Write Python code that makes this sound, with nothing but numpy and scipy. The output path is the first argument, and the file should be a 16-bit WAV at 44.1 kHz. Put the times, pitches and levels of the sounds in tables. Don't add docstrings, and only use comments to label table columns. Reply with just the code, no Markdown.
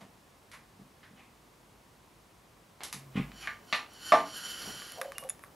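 import sys
import numpy as np
from scipy import signal
from scipy.fft import rfft, irfft
from scipy.io import wavfile
from scipy.ndimage import uniform_filter1d

SR = 44100
rng = np.random.default_rng(int(sys.argv[2]) if len(sys.argv) > 2 else 0)


def unload_wav(signal):
    wavfile.write(
        sys.argv[1],
        SR,
        np.round(np.clip(np.atleast_2d(signal).T, -1, 1) * 32767).astype(np.int16),
    )


N = 244755

BAND_EDGES = [150, 1000, 2600, 7000, 14000]
# f/Hz, level/dB
ROOM_TONE_EQ = [(22, -30), (36, -24.5), (48, 4.5), (68, -5), (100, 0), (200, -2.5), (390, -6), (620, -8.5),
                (1050, -7.5), (1400, -14), (2000, -15.5), (3500, -19), (11500, -24.5), (16000, -30.5)]
WASH_EQ = [(20, -34), (33, -16), (48, -9), (80, -3), (145, -3.5), (300, -3), (600, -5), (1100, -8.5),
           (2500, -23.5)]
# t/s, level/dB, rise/s, fall/s, hold/s
HEAVES = [(2.96, -61.5, .15, 0.57, 2.94), (3.223, -62.5, 0.072, 0.105, 0.033),
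          (4.676, -48.5, 0.076, 0.13, .01)]

# t/s, low, middle, high and top level/dB, crackle tail/dB
SNAPS = [(.009, -39.5, -51.5, -54.5, -68, 10), (.516, -82, -47.5, -50, -60.5, 7),
         (.534, -58, -41.5, -55.5, -60.5, 11), (1.031, -79, -46.5, -57.5, -81.5, 9),
         (2.8065, -37.5, -43.5, -47, -72, 5), (2.8345, -49, -43.5, -35.5, -42.5, 6),
         (2.9275, -47, -40, -36.5, -42.5, 2.5), (3.3175, -65, -49, -53.5, -86, -5),
         (3.4735, -77, -24, -44, -81, -0.5), (3.7268, -31.5, -24.5, -22.5, -55, 5.5),
         (3.935, -77.5, -75, -79, -62.5, -19), (4.1207, -15.5, -20.5, -26.5, -48, 7)]
# f/Hz, level/dB
WALL_EQ = [(40, -44), (150, -12.5), (400, -12.5), (800, -2), (1150, 0.5), (1400, -4), (1950, 0), (2350, 0),
           (2600, -2.5), (4200, -1.5), (6000, 0.5), (8200, 1.5), (11300, 7.5), (13000, -12), (15000, -15)]
# t/s, level/dB
BUMPS = [(0.022, -47.5), (0.048, -50), (.795, -48.5), (0.816, -47), (1.11, -52), (1.133, -52.5),
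         (2.943, -46), (2.964, -45), (3.155, -28), (3.175, -23), (3.197, -25), (3.212, -34), (3.728, -44.5),
         (4.643, -54), (4.675, -42.5)]
# f/Hz, level/dB, t60/s
BUMP_MODES = [(51.5, -20, 0.98), (144.3, -11.5, 0.22), (202, 2.5, 0.055), (191.9, 1, 0.044),
              (253, -11.5, 0.6), (273, -20, 0.053), (400, -3, 0.027)]
# t/s, level/dB, rise/s, fall/s, hold/s
JAR_HUM = (3, -50.5, 0.1, 0.18, 0.2)
# t/s, level/dB, rise/s, fall/s
RUBS = [(1.182, -55, .03, 0.094), (3.171, -35.5, 0.0284, 0.04), (3.445, -44, 0.064, 0.0197)]
# f/Hz, level/dB
RUB_EQ = [(40, -35), (210, -7), (350, -15), (691, -24.5), (766, -2.5), (825, -12), (1210, -6.5),
          (1510, -11), (2300, -4.5), (3360, -11.5), (4390, -23), (12000, -39), (15600, -68), (22000, -120)]

# t/s, level/dB, rise/s, fall/s, hold/s
PULLS = [(3.414, -49, .12, 0.102, 0.0247), (3.751, -48, 0.113, 0.06, 0.012),
         (3.923, -60, .04, 0.104, 0.031), (4.062, -39, 0.079, 0.078, 0.026),
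         (4.379, -44, 0.32, 0.32, 0.4896)]
# f/Hz, width/Hz, level/dB
STRAW_MODES = [(1496, 284, -1), (3038, 126, 2.5), (4410, 220, -0.5), (5675, 190, -2), (7150, 400, -5.5)]
# f/Hz, level/dB
RUSH_EQ = [(40, -35), (180, -7), (300, -11.5), (913, -11), (1460, -2.5), (2490, -11.5), (3060, 3),
           (3560, -11.5), (4370, -5), (7270, -12.5), (8000, -22), (10400, -61), (17600, -120)]
FIZZ_EQ = [(6000, -62), (8300, -17), (9050, 2), (9700, -9), (10400, 2), (10850, 2.5), (11350, 2.5),
           (12200, -8), (12900, -8), (14000, -19), (16000, -28)]
MIST_EQ = [(5000, -20), (9500, -6), (13500, -6), (16000, -4)]
# t/s, level/dB, rise/s, fall/s, hold/s, sag/(dB/s)
MIST = (4.5, -54, .05, .08, 0, 25)
# t/s, level/dB, most strongly driven f/Hz
POPS = [(3.4736, -32, 2240), (3.727, -24, 2160), (4.121, -14.5, 1030), (4.134, -16.5, 640)]
# f/Hz, level/dB, t60/s
POP_MODES = [(286.4, 3.5, 0.19), (418, -32, .15), (465, -11, 0.25), (564, -10, 0.12), (649, 5.5, 0.15),
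             (696.3, 1.5, 0.14), (676, -11.5, 0.24), (852, -5, 0.17), (925, -11, 0.21), (1068, -12.5, 0.3),
             (1148.5, 3.5, 0.108), (1187, 1.5, 0.27), (1305, -7.5, 0.16), (1750, -8.5, 0.25),
             (1790, -4, 0.19), (2028, -3, 0.14), (2200, 1, 0.071), (2377, -11, 0.16)]

# t/s, level/dB
SPRAYS = [(3.76, -52), (4.37, -47), (4.489, -50), (5.205, -48), (5.435, -55)]
CHURNS = [(4.992, -44.5), (5.05, -49), (5.235, -49.5)]
# f/Hz, level/dB
CHURN_EQ = [(300, -35), (480, 6.5), (560, 8), (740, 4.5), (950, -3), (1150, -4), (1400, -28), (2500, -22.5)]
# t/s, level/dB, brightness/(dB/octave)
DRIPS = [(4.820, -38.5, 1.5), (4.9207, -43, 7), (5.0145, -26.5, 1), (5.0178, -32.5, 2), (5.0445, -47, 0),
         (5.12, -36, -0.5), (5.1823, -30.5, 5), (5.238, -43, 3), (5.2898, -41.5, 4), (5.3015, -38, 5),
         (5.393, -49.5, 1.5), (5.4378, -41, -4.5), (5.446, -50, 0)]
# low, middle, high and top level/dB
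DRIP_BANDS = [-16.5, -1, -13.5, -9]
# f/Hz, level/dB
JAR_EQ = [(100, -10), (850, -20), (1150, 8.5), (1350, -2), (1850, 1), (2600, 1.5), (3050, -9), (3600, 4),
          (4400, -7), (5300, 1.5), (8000, -8.5), (11300, 3), (15000, -45)]
# t/s, f/Hz, level/dB, t60/s
BUBBLES = [(4.986, 700, -33, 0.07), (4.994, 637, -32.5, 0.057), (5.011, 534, -34.5, 0.187),
           (5.046, 700, -36, 0.04), (5.054, 564, -30, .065), (5.078, 545, -36, .16),
           (5.151, 2856, -49.5, 0.052), (5.157, 2815, -44.5, 0.13), (5.187, 2846, -46, 0.22),
           (5.224, 566, -45, .069), (5.225, 1123, -41, 0.099), (5.245, 528.2, -36.5, .16)]
# t/s, level/dB
PINGS = [(5.2904, -33), (5.296, -19)]
# f/Hz, level/dB, t60/s
PING_MODES = [(2700, -26, 0.042), (3550, -28, 0.095), (6970, -18, 0.072), (8250, -34, 0.15),
              (10260, 0.5, 0.017), (10730, -14.5, 0.055)]

# f/Hz, t60/s
ROOM_DECAY = [(150, 0.53), (600, 0.31), (2000, 0.3), (5000, 0.26), (12000, 0.23)]
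# f/Hz, side against mid level/dB
REFLECTION_WIDTH = [(100, -43), (300, -26), (700, -18), (1500, -15.5), (4000, -12.5), (12000, -42)]
BACKGROUND_WIDTH = [(60, -22.5), (150, -14), (380, -7.5), (950, -5.5), (2380, -4.5), (5980, -11.5),
                    (15000, -21)]
# f/Hz, left minus right level/dB
PAN = [(150, 0), (600, -.5), (1200, -.8), (2500, -.8), (5000, -1.4), (9000, -2), (14000, -1)]

FULL_DRAUGHT_DB = -45


def amp(db):
    return 10 ** (np.asarray(db) / 20)


def unit(x):
    return x / np.sqrt(np.mean(x ** 2) + 1e-20)


def read(points, hz):
    f, value = np.transpose(points)
    return np.interp(np.log(hz + 1), np.log(f + 1), value)


def add(mix, s, sound):
    part = mix[..., max(round(s * SR), 0):][..., :sound.shape[-1]]
    part += sound[..., :part.shape[-1]]


def equalise(x, eq):
    size = x.shape[-1]
    return irfft(rfft(x) * amp(read(eq, np.fft.rfftfreq(size, 1 / SR))), size)


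def shaped(x, eq):
    return unit(equalise(x, eq))


def low_cut(x, hz):
    highpass = signal.butter(2, hz, "high", fs=SR, output="sos")
    return signal.sosfilt(highpass, x + 1e-18 * rng.standard_normal(N))


def wander(span_s):
    size = max(round(span_s * SR), 1)
    return unit(uniform_filter1d(uniform_filter1d(rng.standard_normal(N), size), size))


def patter(per_s):
    return unit(rng.standard_normal(N) * (rng.random(N) < per_s / SR))


def stroke(s, db, rise_s, fall_s, hold_s=0, sag_db_per_s=0):
    t = np.arange(N) / SR - s
    outside = np.maximum(-t / rise_s, 0) + np.maximum((t - hold_s) / fall_s, 0)
    return amp(db - 20 * outside - sag_db_per_s * np.clip(t, 0, hold_s))


def ring(modes, contact_s):
    t = np.arange(SR // 2) / SR
    tones = sum(amp(db - 60 * t / t60) * np.sin(2 * np.pi * hz * t) for hz, db, t60 in modes)
    return tones * (1 - np.exp(-t / contact_s))


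def resonate(x, hz, width_hz):
    carrier = np.exp(2j * np.pi * np.cumsum(hz) / SR)
    pole = np.exp(-np.pi * width_hz / SR)
    return unit((carrier * signal.lfilter([1], [1, -2 * pole, pole * pole], x / carrier)).real)


def stereo(pair, width):
    mid, side = pair[0], equalise(pair[1], width)
    return np.array([mid + side, mid - side])


def tail_response(tail_db):
    size = SR // 3
    taps = rng.choice([-1., 1.], (2, size)) * (rng.random((2, size)) < .12)
    hz, t, spectrum = signal.stft(taps, SR, nperseg=256)
    decay = amp(-60 * t / read(ROOM_DECAY, hz)[:, None])
    tail = signal.istft(spectrum * decay, SR, nperseg=256)[1][:, :size]
    tail *= 1 - np.exp(-np.arange(size) / SR / 0.0019)
    response = stereo(tail / np.linalg.norm(tail[0]), REFLECTION_WIDTH) * amp(tail_db)
    response[:, 0] += 1
    return response / np.linalg.norm(response[0])


def with_tail(x, tail_db):
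    return signal.fftconvolve(x[None], tail_response(tail_db), axes=1)[:, :N]


def band_centres():
    edges = np.array(BAND_EDGES)
    return np.sqrt(edges[1:] * edges[:-1])


def clicks(rows, body_eq, gain_db, burst_s, size=2048):
    out = np.zeros((2, N))
    hz, t = abs(np.fft.fftfreq(size, 1 / SR)), np.arange(size) / SR
    for s, *bands_db, tail_db in rows:
        density_db = bands_db - 10 * np.log10(np.diff(BAND_EDGES) / SR)
        colour_db = read(np.c_[band_centres(), density_db], hz) + read(body_eq, hz) + gain_db
        minimum_phase = np.exp(np.conj(signal.hilbert(np.log(amp(colour_db)))))
        burst = np.fft.fft(rng.standard_normal(size) * np.exp(-t / burst_s))
        pulse = np.fft.ifft(minimum_phase * np.exp(1j * np.angle(burst))).real
        add(out, s, with_tail(pulse[:size // 2], tail_db))
    return out


def background(room_tone_db=-60.5):
    water, air = rng.standard_normal((2, 2, N))
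    room_tone = amp(room_tone_db) * shaped(air, ROOM_TONE_EQ)
    wash = shaped(water, WASH_EQ) * sum(stroke(*heave) for heave in HEAVES)
    return stereo(room_tone + wash, BACKGROUND_WIDTH)


def snaps():
    return low_cut(clicks(SNAPS, WALL_EQ, gain_db=23, burst_s=0.00119), hz=159)


def bumps(hum_hz=139, drift_hz=7):
    knocks = np.zeros(N)
    for s, db in BUMPS:
        add(knocks, s, amp(db) * ring(BUMP_MODES, contact_s=0.0018))
    pitch = hum_hz + drift_hz * wander(0.029)
    hum = np.sin(2 * np.pi * np.cumsum(pitch) / SR) * stroke(*JAR_HUM)
    return low_cut(with_tail(knocks + hum, tail_db=-18), hz=81)


def rubbing():
    slips = shaped(patter(per_s=4000), RUB_EQ)
    return with_tail(slips * sum(stroke(*rub) for rub in RUBS), tail_db=3)


def draught(sag_db_per_s):
    return sum(stroke(*pull, sag_db_per_s) for pull in PULLS) / amp(FULL_DRAUGHT_DB)


def straw(pipe_db=-1.5, rush_db=-2.5, fizz_db=-8, spit_db=-8, flutter_db=2.0, sputter_db=1.5):
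    flow = draught(sag_db_per_s=4.5)
    pipe_drive = draught(sag_db_per_s=9.5)
    jet, rush_noise, fizz_noise = rng.standard_normal((3, N))
    waver = 1 + 0.0036 * wander(.04)
    modes = sum(amp(db) * resonate(jet, hz * waver, width) for hz, width, db in STRAW_MODES)
    sputter = amp(sputter_db * wander(0.0176))
    pipe = amp(pipe_db) * unit(modes * sputter) * pipe_drive ** 1.05
    spits = amp(spit_db) * patter(per_s=120)
    rush = amp(rush_db) * shaped(rush_noise + spits, RUSH_EQ) * flow ** 1.05
    fizz = amp(fizz_db) * shaped(fizz_noise + spits, FIZZ_EQ) * flow ** 1.34
    mist = shaped(patter(per_s=3500), MIST_EQ) * stroke(*MIST)
    level = amp(FULL_DRAUGHT_DB + flutter_db * wander(0.023))
    return with_tail(level * (pipe + rush + fizz) + mist, tail_db=-1)


def pops(falloff_db_per_octave=12):
    out = np.zeros(N)
    for s, level_db, centre_hz in POPS:
        modes = [(hz, db - falloff_db_per_octave * abs(np.log2(hz / centre_hz)), t60)
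                 for hz, db, t60 in POP_MODES]
        add(out, s, amp(level_db) * ring(modes, contact_s=0.00128))
    return with_tail(low_cut(low_cut(out, hz=190), hz=190), tail_db=-11)


def splashing():
    spray = shaped(patter(per_s=3000), FIZZ_EQ)
    spray *= sum(stroke(s, db, rise_s=0.019, fall_s=0.028) for s, db in SPRAYS)
    churn = shaped(patter(per_s=500), CHURN_EQ)
    churn *= sum(stroke(s, db, rise_s=0.076, fall_s=0.095) for s, db in CHURNS)
    return with_tail(spray + churn, tail_db=-3)


def drips(pivot_hz=2430, tail_db=-10):
    octaves = np.log2(band_centres() / pivot_hz)
    rows = [(s, *(db + tilt * octaves + DRIP_BANDS), tail_db) for s, db, tilt in DRIPS]
    return low_cut(clicks(rows, JAR_EQ, gain_db=17, burst_s=0.00087), hz=298)


def bubbles(glide_per_s=0.234, swell_cycles=2.14):
    t, out = np.arange(SR // 4) / SR, np.zeros(N)
    wobble = 0.0065 * wander(0.00185)
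    for s, hz, db, t60 in BUBBLES:
        pitch = hz * (1 + glide_per_s * t + np.interp(s + t, np.arange(N) / SR, wobble))
        envelope = amp(db - 60 * t / t60) * (1 - np.exp(-t * hz / swell_cycles))
        add(out, s, envelope * np.sin(2 * np.pi * np.cumsum(pitch) / SR))
    return with_tail(out, tail_db=-19)


def pings():
    out = np.zeros(N)
    for s, db in PINGS:
        add(out, s, amp(db) * ring(PING_MODES, contact_s=0.00023))
    return with_tail(out, tail_db=-22)


def scene(lag_s=4e-6):
    bottle = snaps() + pops() + rubbing() + bumps()
    water = drips() + bubbles() + pings() + splashing()
    hz = np.fft.rfftfreq(N, 1 / SR)
    left = amp(read(PAN, hz) / 2) * np.exp(-1j * np.pi * hz * lag_s)
    panned = irfft(rfft(bottle + water + straw()) * np.array([left, 1 / left]), N)
    return panned + background()


def record(dry):
    high_cut = signal.firwin(511, 15750, window=("kaiser", 9), fs=SR)
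    return signal.oaconvolve(dry, high_cut[None], "same")


dry = scene()
out = record(dry)
unload_wav(out)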